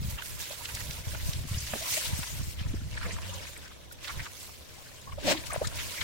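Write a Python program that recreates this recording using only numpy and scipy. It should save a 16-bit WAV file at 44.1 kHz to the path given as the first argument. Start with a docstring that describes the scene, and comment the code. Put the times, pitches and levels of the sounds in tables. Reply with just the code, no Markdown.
"""Wind thuds and wet straw rustles: someone drags a bundle through a waterlogged rice field.
With each pull, stalks slide and crack, mud films tear and spit, gaps suck shut, air pockets plop.
Near the end a boot sloshes through shallow water, and the air trapped under it gulps.
Gusts buffet the two microphone ports over a faint low hum, crop hiss and far insects. No echo."""
import sys
import numpy as np
from scipy import signal
from scipy.fft import rfft, irfft, next_fast_len
from scipy.io import wavfile
from scipy.ndimage import uniform_filter1d, map_coordinates

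SR = 44100
rng = np.random.default_rng(int(sys.argv[2]) if len(sys.argv) > 2 else 0)


def wav_out(sig):
    """Save sig, one row per channel (or a flat mono array), as 16-bit PCM at SR to the path in sys.argv[1]."""
    wavfile.write(sys.argv[1], SR, np.round(np.clip(np.atleast_2d(sig).T, -1, 1) * 32767).astype(np.int16))


N = 266231
TIME_S = np.arange(N) / SR

# Source spectra. Each row: frequency in Hz, relative density in dB.
FIELD_SPECTRUM = [(30, 4), (100, 5), (220, -3.5), (600, -4), (1400, -25.5), (4000, -22.5), (8000, -30),
                  (15000, -42)]
WIND_SPECTRUM = [(15, 0), (30, -7.5), (70, 5), (115, -1), (170, -10.5), (260, -22), (400, -30.5),
                 (900, -47.5)]
SPRAY_SPECTRUM = [(600, -5), (1000, -0.5), (1450, -3), (1950, 4), (3000, 2.5), (4400, 2), (6500, -4),
                  (8000, -4.5), (10500, -19), (15000, -15)]
WATER_SPECTRUM = [(150, -3), (300, 0), (410, -5), (530, 1), (640, 4), (780, -12), (1010, 4.5), (1250, -16),
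                  (1600, -4.5), (3000, -48)]
MUD_SPECTRUM = [(500, -24), (900, -2.5), (1400, 0), (2100, 0), (3500, 1.5), (6000, -4), (9000, -8.5),
                (15000, -24)]
STRAW_SPECTRUM = [(800, -64), (2000, -0.5), (3500, -2.5), (5500, 0), (8000, -0.5), (10500, -3.5),
                  (15500, -5)]

# Levels below are relative; each source adds its own trim. Pan is left minus right.
# Low hum. Each row: time in seconds, pitch in Hz, level in dB.
HUM_TRACK = [(3.0, 91.94, -69), (3.1, 90.2, -46), (3.2, 88, -52), (3.29, 91.6, -39.5), (3.37, 90.4, -46),
             (3.45, 79.9, -53), (3.7, 68.78, -62), (4.7, 70, -60), (5.1, 70, -73)]
# Breeze between gusts. Each row: time in seconds, level in dB.
BREEZE_LEVELS = [(0.0, -56), (1.3, -52), (1.95, -53), (2.8, -43), (3.3, -44), (3.7, -52.5), (4.7, -56),
                 (5.5, -49.5), (6.0, -57)]
# Veering of the breeze. Each row: time in seconds, phase lead of the left port in radians.
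WIND_PHASE_LEAD = [(0.1, 4.86), (0.7, 0.42), (1.3, 2.27), (1.55, 0.1), (2.1, 2), (2.8, 1.46), (3.3, 3.8),
                   (3.9, 3.4), (4.2, 1.25), (4.6, 4.8), (6.0, 3.33)]
# Gusts on the ports. Each row: peak time in seconds, level in dB, length in seconds.
GUSTS = [(0.068, -34, 0.14), (0.316, -41, 0.078), (0.4, -40, 0.045), (0.65, -46.5, 0.05),
         (0.752, -40, 0.042), (0.884, -36.5, 0.077), (0.996, -39, 0.029), (1.122, -36, 0.079),
         (1.256, -36, 0.089), (1.372, -34.5, 0.052), (1.452, -39, 0.04), (1.537, -35, 0.062),
         (1.633, -36, 0.032), (1.71, -41.5, 0.051), (1.812, -42.5, 0.038), (1.977, -51, 0.056),
         (2.121, -33, 0.057), (2.197, -35, 0.035), (2.341, -39, 0.047), (2.413, -29.5, 0.031),
         (2.49, -38.5, 0.04), (2.613, -34, 0.05), (2.696, -34.5, 0.088), (2.883, -34, 0.077),
         (3.053, -36, 0.054), (3.144, -38, 0.05), (4.178, -40.5, 0.063), (5.14, -39.5, 0.074),
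         (5.292, -39, 0.09), (5.52, -40.5, 0.089), (5.678, -34.5, 0.063), (5.756, -35.5, 0.071),
         (5.854, -36, 0.042), (6.03, -38, 0.038)]
# Strongest eddies. Each row: time in seconds, level in dB, pitch in Hz.
EDDIES = [(0.02, -29, 145), (0.05, -27.5, 114), (0.085, -29, 102), (0.898, -30, 111), (1.073, -28, 104),
          (1.292, -22, 116), (1.453, -34.5, 167), (1.516, -26, 105), (1.576, -25, 98), (2.133, -24, 109),
          (2.191, -28, 173), (2.395, -29.5, 116), (2.615, -25.5, 118), (2.658, -25, 90.43),
          (2.695, -24, 79.5), (4.198, -35, 71.6), (5.579, -26.5, 108), (5.672, -24.5, 115)]
# Air trapped under the boot. Each row: time in seconds, pitch in Hz, level in dB.
GULP_TRACK = [(5.215, 430, -60), (5.243, 370.6, -44), (5.265, 272, -38), (5.28, 204, -33),
              (5.295, 229.5, -52), (5.342, 323, -37), (5.358, 300, -40), (5.372, 325, -43.5),
              (5.39, 337, -42.5), (5.41, 330, -66)]
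# Boot slosh. Each row: time in seconds, then spray, air cavity and surge levels in dB.
SLOSH_LEVELS = [(5.19, -50.5, -53, -73), (5.23, -46.5, -49.5, -41), (5.263, -34.5, -41, -34.5),
                (5.273, -28.5, -26.5, -31.5), (5.30, -25.5, -27.5, -34), (5.323, -24.5, -27, -36),
                (5.331, -30.5, -36, -32.5), (5.36, -46.5, -62, -57), (5.42, -43, -70, -49)]
# Air cavity around the boot. Each row: resonance in Hz, width in Hz, gain in dB.
CAVITY_MODES = [(530, 37, -1), (559, 35, 6), (598, 37, 10), (670, 32, -4), (770, 45, -15), (884, 24, 0)]
# Air pockets opening. Each row: peak time in seconds, level in dB, pitch in Hz,
# nominal length in seconds.
AIR_POCKETS = [(0.511, -38.5, 580, 0.0053), (0.986, -50.5, 986, 0.011), (1.14, -48, 598, 0.007),
               (1.15, -35.5, 1470, 0.003), (1.738, -30, 616, 0.003), (1.74, -36.5, 221, 0.0074),
               (1.825, -43.5, 660, 0.012), (1.978, -35, 634, 0.009), (2.056, -44.5, 945, 0.0073),
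               (2.136, -44.5, 975, 0.0071), (2.274, -47.5, 1007, 0.007), (2.742, -27, 250, 0.0042),
               (2.82, -44.5, 234, 0.0067), (2.978, -35, 1830, 0.006), (3.065, -43.5, 184.7, 0.016),
               (3.068, -48, 510, 0.021), (3.098, -50, 451, 0.015), (3.135, -46, 184, 0.017),
               (3.188, -41, 980, 0.006), (3.297, -48.5, 550, 0.019), (3.353, -50.5, 560, 0.019),
               (3.5, -52, 546, 0.011), (3.916, -45, 1480, 0.0054), (5.079, -40.5, 1097, 0.0071),
               (5.096, -45, 1097, 0.0093), (5.128, -43, 1096, 0.008), (5.185, -34.5, 589, 0.0064),
               (5.508, -33.5, 1220, 0.0058), (5.528, -38, 660, 0.0046), (5.544, -36, 635, 0.0052),
               (5.563, -25.5, 609, 0.0035), (5.619, -22, 549, 0.0042), (5.63, -31.5, 657, 0.005),
               (5.649, -36, 1295, 0.0066)]
# Gaps sucking shut. Each row: peak time in seconds, level in dB, start and end pitch in Hz,
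# length in seconds, pan in dB.
CLOSING_GAPS = [(3.075, -50.5, 481, 620, 0.03, 2), (3.114, -43.5, 2090, 2490, 0.015, -3),
                (4.203, -39, 1785, 2140, 0.011, -2), (5.522, -42, 1700, 2130, 0.011, 5),
                (5.538, -43, 803, 1090, 0.016, 0), (5.655, -44.5, 1360, 1910, 0.013, 4)]
# Loudest mud films tearing. Each row: peak time in seconds, level in dB, centre in Hz,
# width in octaves, nominal length in seconds, pan in dB.
FILM_TEARS = [(0.193, -38, 1730, 2, 0.017, -2), (0.224, -35, 2010, 2, 0.004, -4),
              (0.612, -47.5, 1050, 0.56, 0.016, 0), (0.655, -39, 2000, 1.7, 0.0052, -6),
              (0.694, -41.5, 1520, 1.7, 0.012, -3), (0.772, -38, 1500, 2.5, 0.0034, -2),
              (0.808, -37, 1500, 1.6, 0.0057, -5), (1.152, -38.5, 900, 2.4, 0.0046, 0),
              (1.2, -47, 2000, 1.1, 0.0044, 0), (1.547, -39.5, 3300, 0.46, 0.0079, 5),
              (1.585, -36.5, 5900, 0.5, 0.0068, 1), (1.607, -39, 6600, 1, 0.0066, 3),
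              (1.672, -39, 2900, 1.6, 0.0063, 0), (1.722, -41, 2980, 0.7, 0.0057, -5),
              (1.737, -31, 1150, 1.4, 0.0034, -1), (1.757, -37.5, 377, 1.8, 0.0098, -2),
              (1.81, -53, 620, 0.51, 0.043, 0), (1.866, -43.5, 1050, 0.62, 0.019, 1),
              (1.971, -33.5, 2200, 0.73, 0.0095, 0), (1.98, -37, 2800, 1.8, 0.0038, 5),
              (2.018, -41, 1570, 0.68, 0.0097, 0), (2.02, -50.5, 560, 0.35, 0.023, 0),
              (2.047, -35, 7000, 1.8, 0.003, 2), (2.059, -34, 3500, 1.3, 0.014, 3),
              (2.185, -38, 11000, 1.5, 0.016, 0), (2.236, -37, 1300, 1.2, 0.0061, -1),
              (2.274, -39.5, 4200, 0.92, 0.0056, 1), (2.6, -42, 2740, 1.35, 0.016, 2),
              (2.913, -47, 5000, 2.1, 0.004, -5), (2.978, -37, 1720, 1.1, 0.0054, -1),
              (3.016, -39, 1600, 1.3, 0.0056, 1), (3.032, -36.5, 1740, 1.3, 0.0055, -1),
              (3.05, -42, 1500, 1.4, 0.03, -2), (3.061, -42, 1900, 0.63, 0.0065, -3),
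              (3.085, -53, 260, 1.2, 0.044, 2), (3.131, -42.5, 6950, 0.53, 0.013, -2),
              (3.166, -44, 1450, 0.8, 0.005, -4), (3.188, -46, 1500, 0.9, 0.005, 0),
              (3.297, -44, 3300, 0.43, 0.013, -1), (3.335, -48, 990, 0.55, 0.02, 0),
              (3.565, -44, 2050, 0.36, 0.005, 0), (3.342, -42, 6520, 0.51, 0.0069, -1),
              (3.578, -44, 9300, 0.6, 0.0037, -2), (3.658, -49, 1690, 0.62, 0.017, 0),
              (3.717, -48, 1300, 0.6, 0.005, 9.5), (3.925, -42, 8593, 3.7, 0.0058, -2),
              (4.051, -38.5, 2080, 1.4, 0.0063, -4), (4.08, -36.5, 2300, 1.8, 0.0081, -5),
              (4.099, -35, 1460, 1.36, 0.012, -3.5), (4.198, -41, 1800, 1.5, 0.006, -1),
              (4.263, -39.5, 1610, 1.4, 0.0094, -2), (4.494, -49.5, 910, 1.4, 0.0054, -2),
              (5.125, -48.5, 2194, 1.2, 0.007, 13), (5.322, -29, 1300, 2.2, 0.0075, -1),
              (5.35, -38, 850, 0.8, 0.007, 2), (5.375, -35.5, 2930, 1.3, 0.007, 4),
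              (5.469, -39, 3980, 2.2, 0.0096, 4), (5.534, -32, 8550, 0.6, 0.0032, 1),
              (5.538, -40, 1100, 0.69, 0.012, 5), (5.551, -38.5, 2100, 1.15, 0.0098, 4),
              (5.563, -37, 1140, 0.61, 0.003, 7), (5.65, -39, 4300, 2.3, 0.013, 4),
              (5.798, -34.5, 2360, 1.4, 0.014, 0), (5.98, -36, 2180, 0.4, 0.011, 1),
              (6.015, -27.5, 2390, 1.55, 0.006, 6)]
# Stalks cracking. Each row: time in seconds, level in dB, centre in Hz, pan in dB.
STALK_CRACKS = [(0.655, -35, 3300, -5), (0.751, -32, 5500, -1), (0.806, -37, 3500, 1),
                (0.910, -34, 3670, -3), (1.335, -31.5, 3760, 0), (2.232, -34, 2630, 2),
                (3.68, -49, 5000, 1), (4.046, -37, 3000, -5), (5.015, -50, 7040, 3), (5.674, -29, 5100, 6)]
# Top treble of the straw hiss. Each row: time in seconds, gain in dB.
STRAW_TREBLE = [(0.1, 5.5), (1.3, 1.5), (1.65, -3), (1.92, 0), (2.12, -3), (2.5, 1.5), (2.62, -1),
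                (2.76, -4), (3.2, 0), (4.4, 2), (5.8, -1.5)]
# Pulls of the bundle. Each row: start, hardest moment and end in seconds, straw, mud and water
# levels in dB, slack at both ends in dB, straw pan in dB.
PULLS = [(0.013, 0.107, 0.19, -45.5, -45.5, -54.5, 10.5, -4), (0.23, 0.262, 0.36, -44, -47, -54.5, 6.5, -4),
         (0.391, 0.385, 0.53, -43, -42, -55, 4, -7), (0.575, 0.75, 0.99, -46, -44.5, -53.5, 2.5, -6.5),
         (1.052, 1.11, 1.226, -46, -44, -51, 3.5, -5.5), (1.21, 1.276, 1.417, -42, -44.5, -50.5, 8, -2.5),
         (1.48, 1.942, 2.386, -32, -40, -48, 14, -0.5), (2.287, 2.34, 2.53, -46, -48.5, -62.5, 2.5, 2),
         (2.595, 2.61, 2.77, -57, -45.5, -56.5, 9.5, 2), (2.68, 2.776, 2.92, -54.5, -51, -64, 4, 2),
         (2.927, 3.08, 3.36, -55, -45, -50.5, 3.5, -7), (3.214, 3.29, 3.464, -51, -43.5, -50, 3, -1),
         (3.44, 3.463, 3.73, -49, -46.5, -53, 12.5, 0), (4.034, 4.056, 4.26, -49.5, -44.5, -52, 4, -6.5),
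         (4.256, 4.43, 4.61, -46.5, -50.5, -59, 8.5, -3), (4.611, 4.793, 5.12, -55, -52, -57, 4.5, 2),
         (5.252, 5.314, 5.33, -39, -39, -43, 9, -2), (5.38, 5.46, 5.75, -49.5, -47.5, -49.5, 1.5, 5),
         (5.765, 5.79, 6.02, -43.5, -42.5, -49, -0.5, -2)]


def undb(db):
    """Decibels to gain."""
    return 10 ** (np.asarray(db) / 20)


def curves(table):
    """Each column after the first, interpolated over time."""
    times_s, *columns = np.transpose(table)
    return [np.interp(TIME_S, times_s, column) for column in columns]


def unit(x):
    """Scale to rms 1."""
    return x / np.sqrt(np.mean(x ** 2) + 1e-18)


def place(db, pan_db):
    """Left and right gains for a level and a pan."""
    side = undb(np.array([pan_db, -pan_db]) / 2).reshape(2, -1)
    return undb(db) * side / np.sqrt(np.mean(side ** 2, axis=0))


def ports(x, lead_rad):
    """One pressure wave meets the two ports at different phases."""
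    wave = signal.hilbert(x, next_fast_len(N))[:N]
    return np.array([wave.real, (wave * np.exp(-1j * lead_rad)).real])


def shape(x, gain_at):
    """Filter by gain_at(hz); rms 1."""
    n = x.shape[-1]
    size = next_fast_len(n)
    hz = np.maximum(np.arange(size // 2 + 1) * SR / size, 1)
    return unit(irfft(rfft(x, size) * gain_at(hz), size)[..., :n])


def colour(x, spectrum):
    """Filter by a spectrum table, rolling off below its first row."""
    points_hz, db = np.transpose(spectrum)

    def gain_at(hz):
        low_cut = np.sqrt(1 + (points_hz[0] / 2 / hz) ** 4)
        return undb(np.interp(np.log(hz), np.log(points_hz), db)) / low_cut
    return shape(x, gain_at)


def band(x, centre_hz, octaves):
    """Band-pass with steep skirts."""
    return shape(x, lambda hz: 1 / np.sqrt(1 + (2 * np.log2(hz / centre_hz) / octaves) ** 6))


def walk(rate_hz):
    """Smooth random drift; rms 1."""
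    hold = max(int(SR / rate_hz), 1)
    steps = rng.standard_normal(N // 32)
    return unit(uniform_filter1d(steps[(np.arange(N) // hold) % len(steps)], hold))


def read_at(x, positions):
    """Resample both channels at fractional positions."""
    return np.array([map_coordinates(port, [positions], mode="mirror") for port in x])


def waver(x, depth, rate_hz):
    """Resonances drift by a fraction as their pocket changes shape."""
    drift = walk(rate_hz)
    return read_at(x, np.arange(N) + depth * np.cumsum(drift - drift.mean()))


def crackle(per_s, spread_db, shared):
    """Tiny snaps of unequal size; a share of the power reaches both ports alike."""
    hits = rng.random((3, N)) < per_s / SR
    sizes = undb(spread_db * np.minimum(rng.exponential(size=(3, N)), 4))
    snaps = hits * sizes * rng.standard_normal((3, N))
    return np.sqrt(1 - shared) * snaps[:2] + np.sqrt(shared) * snaps[2]


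def patchy(x, depth_db, rate_hz, octaves):
    """Each contact briefly favours its own pitch region, so bands flicker apart."""
    hz, times_s, cells = signal.stft(x, SR, nperseg=256)
    grid = np.meshgrid(np.log2(1 + hz / 400) / octaves, times_s * rate_hz, indexing="ij")
    flicker = map_coordinates(rng.standard_normal((64, 1024)), grid, order=1, mode="wrap")
    return unit(signal.istft(cells * undb(depth_db * flicker), SR)[1][:, :N])


def around(length_s):
    """Seconds from a burst's peak, five lengths each way."""
    half = int(5 * length_s * SR)
    return np.arange(-half, half + 1) / SR


def swell(t, length_s, tail):
    """Envelope peaking at t = 0; tail > 1 lengthens the fall and shortens the rise."""
    stretch = np.where(t > 0, tail, 1 / tail)
    return 1 / np.cosh(np.clip(2 * t / length_s / stretch, -50, 50))


def excerpt(x, start_s, n):
    """n samples from start_s, wrapping round."""
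    return np.take(x, int(start_s * SR) + np.arange(n), axis=1, mode="wrap")


def add(out, centre_s, burst):
    """Mix in a burst, centred on centre_s."""
    start = int(centre_s * SR) - burst.shape[-1] // 2
    first, last = max(start, 0), min(start + burst.shape[-1], N)
    out[:, first:last] += burst[:, first - start:last - start]


def bubbles(per_s, low_hz, high_hz, cycles, spread_db, rise):
    """Small bubbles ring briefly, rise in pitch and reach the ports out of step."""
    out = np.zeros((2, N))
    for when, pitch, strength, left, right in rng.random((int(per_s * N / SR), 5)):
        hz = low_hz * (high_hz / low_hz) ** pitch
        length_s = cycles / hz
        t = around(length_s)
        turns = np.cumsum(hz * (1 + rise * np.tanh(t / length_s))) / SR
        ring = np.sin(2 * np.pi * (turns + np.array([[left], [right]])))
        gain = undb(-spread_db * np.log(max(strength, .03)))
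        add(out, when * N / SR, ring * swell(t, length_s, tail=1.15) * gain)
    return unit(out)


def effort_db(layer, rest_db, follows, grip_db_per_s=342, release_db_per_s=148):
    """A layer's level as pulls grip, peak and let go; it follows a share of the slack and fade."""
    level_db = np.full(N, float(rest_db))
    for start_s, hardest_s, end_s, straw_db, mud_db, water_db, slack_db, _ in PULLS:
        peak_db = {"straw": straw_db, "mud": mud_db, "water": water_db}[layer]
        slack = np.interp(TIME_S, [start_s, hardest_s, end_s], [1, 0, 1]) ** 0.61  # sharp peak
        fade_db = grip_db_per_s * np.maximum(start_s - TIME_S, 0)
        fade_db += release_db_per_s * np.maximum(TIME_S - end_s, 0)
        level_db = np.maximum(level_db, peak_db - follows * (slack_db * slack + fade_db))
    return level_db


def field():
    """Faint steady crop hiss and a thin band of far insects."""
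    crop = colour(rng.standard_normal((2, N)), FIELD_SPECTRUM)
    insects = band(rng.standard_normal((2, N)), centre_hz=5650, octaves=0.075)
    return crop * undb(-54) + insects * undb(-70 + 3 * walk(6))


def hum(octave_db=-11):
    """An unsteady low tone and its octave swell briefly, then sink in pitch."""
    hz, db = curves(HUM_TRACK)
    phase = 2 * np.pi * np.cumsum(hz * (1 + 0.022 * walk(24.92))) / SR
    tone = unit(np.sin(phase) + undb(octave_db) * np.sin(2 * phase))
    return ports(tone, lead_rad=1.43) * undb(db + 1.5 * walk(13))


def wind():
    """Gusts buffet the ports over a light rumble; strong eddies give single soft thuds."""
    breeze_db, = curves(BREEZE_LEVELS)
    lead_rad, = curves(WIND_PHASE_LEAD)
    power = undb(breeze_db) ** 2
    for at_s, db, length_s in GUSTS:
        power += undb(db) ** 2 * 0.5 ** ((2 * (TIME_S - at_s) / length_s) ** 2)
    air = colour(rng.standard_normal((3, N)), WIND_SPECTRUM)
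    rumble = ports(air[2], lead_rad) + 0.56 * air[:2]
    out = rumble * np.sqrt(power) * undb(2.45 * walk(32) - 0.9)
    for at_s, db, hz in EDDIES:
        t = around(1 / hz)
        thud = np.cos(2 * np.pi * hz * t - np.array([[0], [lead_rad[int(at_s * SR)]]]))
        add(out, at_s, thud * swell(t, 0.57 / hz, tail=1.63) * undb(db + 2))
    return out


def boot_gulp():
    """Trapped air rings: the pitch falls as the boot sinks and rises as the hole refills."""
    hz, db = curves(GULP_TRACK)
    ring = np.sin(2 * np.pi * np.cumsum(hz * (1 + 0.0708 * walk(160))) / SR)
    sounding = (TIME_S > GULP_TRACK[0][0]) & (TIME_S < GULP_TRACK[-1][0])
    return ports(ring, lead_rad=0.65) * undb(db + 2.9 * walk(120) + 1.5) * sounding


def boot_slosh():
    """The boot shoves water aside: a spray of drops, a ringing air cavity, a low surge."""
    def cavity_gain(hz):
        return sum(undb(db) / (1 + 2j * (hz - mode_hz) / width_hz)
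                   for mode_hz, width_hz, db in CAVITY_MODES)
    spray_db, cavity_db, surge_db = curves(SLOSH_LEVELS)
    drops = crackle(per_s=16000, spread_db=2.5, shared=0.047)
    drops = patchy(drops, depth_db=0.5, rate_hz=70, octaves=0.135)
    spray = colour(drops, SPRAY_SPECTRUM) * place(spray_db, pan_db=3.3)
    ring = shape(crackle(per_s=4800, spread_db=-0.5, shared=0.98), cavity_gain)
    ring = waver(ring, depth=0.018, rate_hz=30)
    ring = band(ring, centre_hz=685, octaves=0.84)  # mud walls damp all but the resonances
    cavity = ring * place(cavity_db, pan_db=1.7)
    flow = band(rng.standard_normal(N), centre_hz=236, octaves=1.24)
    surge = ports(flow, lead_rad=-2.17) * undb(surge_db)
    moving = (TIME_S > SLOSH_LEVELS[0][0]) & (TIME_S < SLOSH_LEVELS[-1][0])
    return uniform_filter1d(moving.astype(float), size=800) * (spray + cavity + surge)


def water(level_db):
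    """Muddy water gurgles: a churn of heavily damped bubbles, a few ringing longer."""
    churn = colour(crackle(per_s=1200, spread_db=2.5, shared=0.16), WATER_SPECTRUM)
    churn = waver(churn, depth=0.04, rate_hz=12)
    gurgle = bubbles(per_s=55, low_hz=451, high_hz=1280, cycles=6, spread_db=2.5, rise=0.0607)
    return (churn + undb(-6) * gurgle) * undb(level_db + 2.2 * walk(35) - 1.8)


def plops(rise=0.0577, right_lag_s=0.00024, roughness=0.24):
    """Air pockets ring, rising in pitch as they open; torn mud roughens the ring."""
    out = np.zeros((2, N))
    tearing = rng.standard_normal((2, N))
    for (at_s, db, hz, length_s), start_turn in zip(AIR_POCKETS, rng.random(len(AIR_POCKETS))):
        t = around(length_s)
        turns = start_turn + np.cumsum(hz * (1 + rise * np.tanh(t / length_s))) / SR
        ring = np.sin(2 * np.pi * (turns - np.array([[0], [hz * right_lag_s]])))
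        ring *= swell(t, 0.74 * length_s, tail=0.77)
        splatter = band(excerpt(tearing, at_s, len(t)), 0.89 * hz, octaves=1.77)
        splatter *= swell(t, length_s, tail=1.77)
        add(out, at_s, (ring + roughness * splatter) * place(db + 4, pan_db=1))
    return out


def slurps():
    """Air is drawn through closing gaps in the mud: rough resonances that climb."""
    out = np.zeros((2, N))
    air = crackle(per_s=9000, spread_db=-0.5, shared=0.31)
    for at_s, db, from_hz, to_hz, length_s, pan_db in CLOSING_GAPS:
        t = around(length_s)
        ring = band(excerpt(air, at_s, 2 * len(t)), from_hz, octaves=0.65)
        speed = np.interp(t, [-length_s, length_s], [1, to_hz / from_hz])
        climb = read_at(ring, np.cumsum(speed))
        add(out, at_s, unit(climb * swell(t, length_s, tail=1)) * place(db - 6.5, pan_db))
    return out


def lesser_tears(mud_db, per_s=16, centre_hz=3300, octaves=0.89, length_s=0.0045):
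    """Rows like FILM_TEARS for films that tear by chance, as loudly as the mud is worked."""
    count = int(per_s * N / SR)
    draws = rng.standard_normal((count, 3))
    rows = []
    for i, (strength, pitch, side) in zip(rng.integers(N, size=count), draws):
        hz = centre_hz * 2 ** (0.9 * np.clip(pitch, -2, 1))
        rows.append((i / SR, mud_db[i] - 2 + 0.5 * strength, hz, octaves, length_s, 4 * side))
    return rows


def squelches(mud_db):
    """Mud films tear: brief spits of crackle, pitched by the gaps they open."""
    out = np.zeros((2, N))
    spit = crackle(per_s=16000, spread_db=0, shared=0.12)
    spit = patchy(spit, depth_db=4.5, rate_hz=70, octaves=0.2114)
    for at_s, db, hz, octaves, length_s, pan_db in list(FILM_TEARS) + lesser_tears(mud_db):
        t = around(length_s)
        tear = band(excerpt(spit, at_s, len(t)), hz, octaves)
        burst = unit(tear * swell(t, 1.28 * length_s, tail=1.18))
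        add(out, at_s, burst * place(db - 9, pan_db))
    return out


def mud(level_db):
    """Small films burst in clusters under pressure; tiny bubbles ring among them."""
    films = crackle(per_s=5000, spread_db=1.5, shared=0.067)
    films = colour(patchy(films, depth_db=4.5, rate_hz=75, octaves=0.221), MUD_SPECTRUM)
    fizz = bubbles(per_s=220, low_hz=1443, high_hz=4520, cycles=8.99, spread_db=2.5, rise=0.0417)
    return (films + undb(-11) * fizz) * place(level_db + 0.7 * walk(45) - 0.8, pan_db=1)


def lesser_cracks(straw_db, per_s=8, centre_hz=5000):
    """Rows like STALK_CRACKS for fibres that give by chance, as loudly as the straw is pulled."""
    count = int(per_s * N / SR)
    samples = rng.integers(N, size=count)
    draws = np.clip(rng.standard_normal((count, 3)), -2, 1)
    return [(i / SR, straw_db[i] + 2 + 1.5 * strength, centre_hz * 2 ** (pitch / 2), 4 * side)
            for i, (strength, pitch, side) in zip(samples, draws)]


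def cracks(straw_db, rise_s=0.0028, decay_s=0.004):
    """Stalks give way: dry snaps that die within milliseconds."""
    out = np.zeros((2, N))
    events = list(STALK_CRACKS) + lesser_cracks(straw_db)
    t = around(decay_s)
    envelope = np.exp(np.minimum(t / rise_s, -t / decay_s))
    fibres = crackle(per_s=14000, spread_db=2.5, shared=0.42)
    for at_s, db, hz, pan_db in events:
        snap = band(excerpt(fibres, at_s, len(t)), hz, octaves=1.35)
        add(out, at_s, unit(snap * envelope) * place(db - 11.5, pan_db))
    return out


def straw(level_db, treble_hz=9500, snaps_db=-12):
    """Wet stalks slide over each other: a fine hiss of tiny catches, with distinct snaps."""
    pan_db, = curves([(hardest_s, pan) for _, hardest_s, *_, pan in PULLS])
    treble_db, = curves(STRAW_TREBLE)
    catches = crackle(per_s=11000, spread_db=0, shared=0.013)
    catches = patchy(catches, depth_db=3.3, rate_hz=55, octaves=0.16)
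    snaps = crackle(per_s=380, spread_db=0.5, shared=0.45)
    snaps = patchy(snaps, depth_db=5, rate_hz=120, octaves=0.3)
    hiss = colour(catches + undb(snaps_db) * snaps, STRAW_SPECTRUM)
    treble = signal.sosfiltfilt(signal.butter(2, treble_hz, "high", fs=SR, output="sos"), hiss)
    rustle = hiss + (undb(treble_db) - 1) * treble
    return rustle * place(level_db + 1.05 * walk(35) + 3, pan_db)


def scene():
    """Straw, mud, water and boot close by, over the open-air background."""
    straw_db = effort_db("straw", rest_db=-63, follows=0.99)
    mud_db = effort_db("mud", rest_db=-56.5, follows=0.53)
    water_db = effort_db("water", rest_db=-62.5, follows=0.65)
    wet = mud(mud_db) + water(water_db) + squelches(mud_db) + slurps() + plops()
    boot = boot_slosh() + boot_gulp()
    stalks = straw(straw_db) + cracks(straw_db)
    return wet + boot + stalks + wind() + hum() + field()


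def record(dry, cutoff_hz=15850):
    """The camera's steep low-pass cuts the top treble."""
    return signal.sosfilt(signal.ellip(10, .2, 80, cutoff_hz, fs=SR, output="sos"), dry)


dry = scene()
out = record(dry)
wav_out(out)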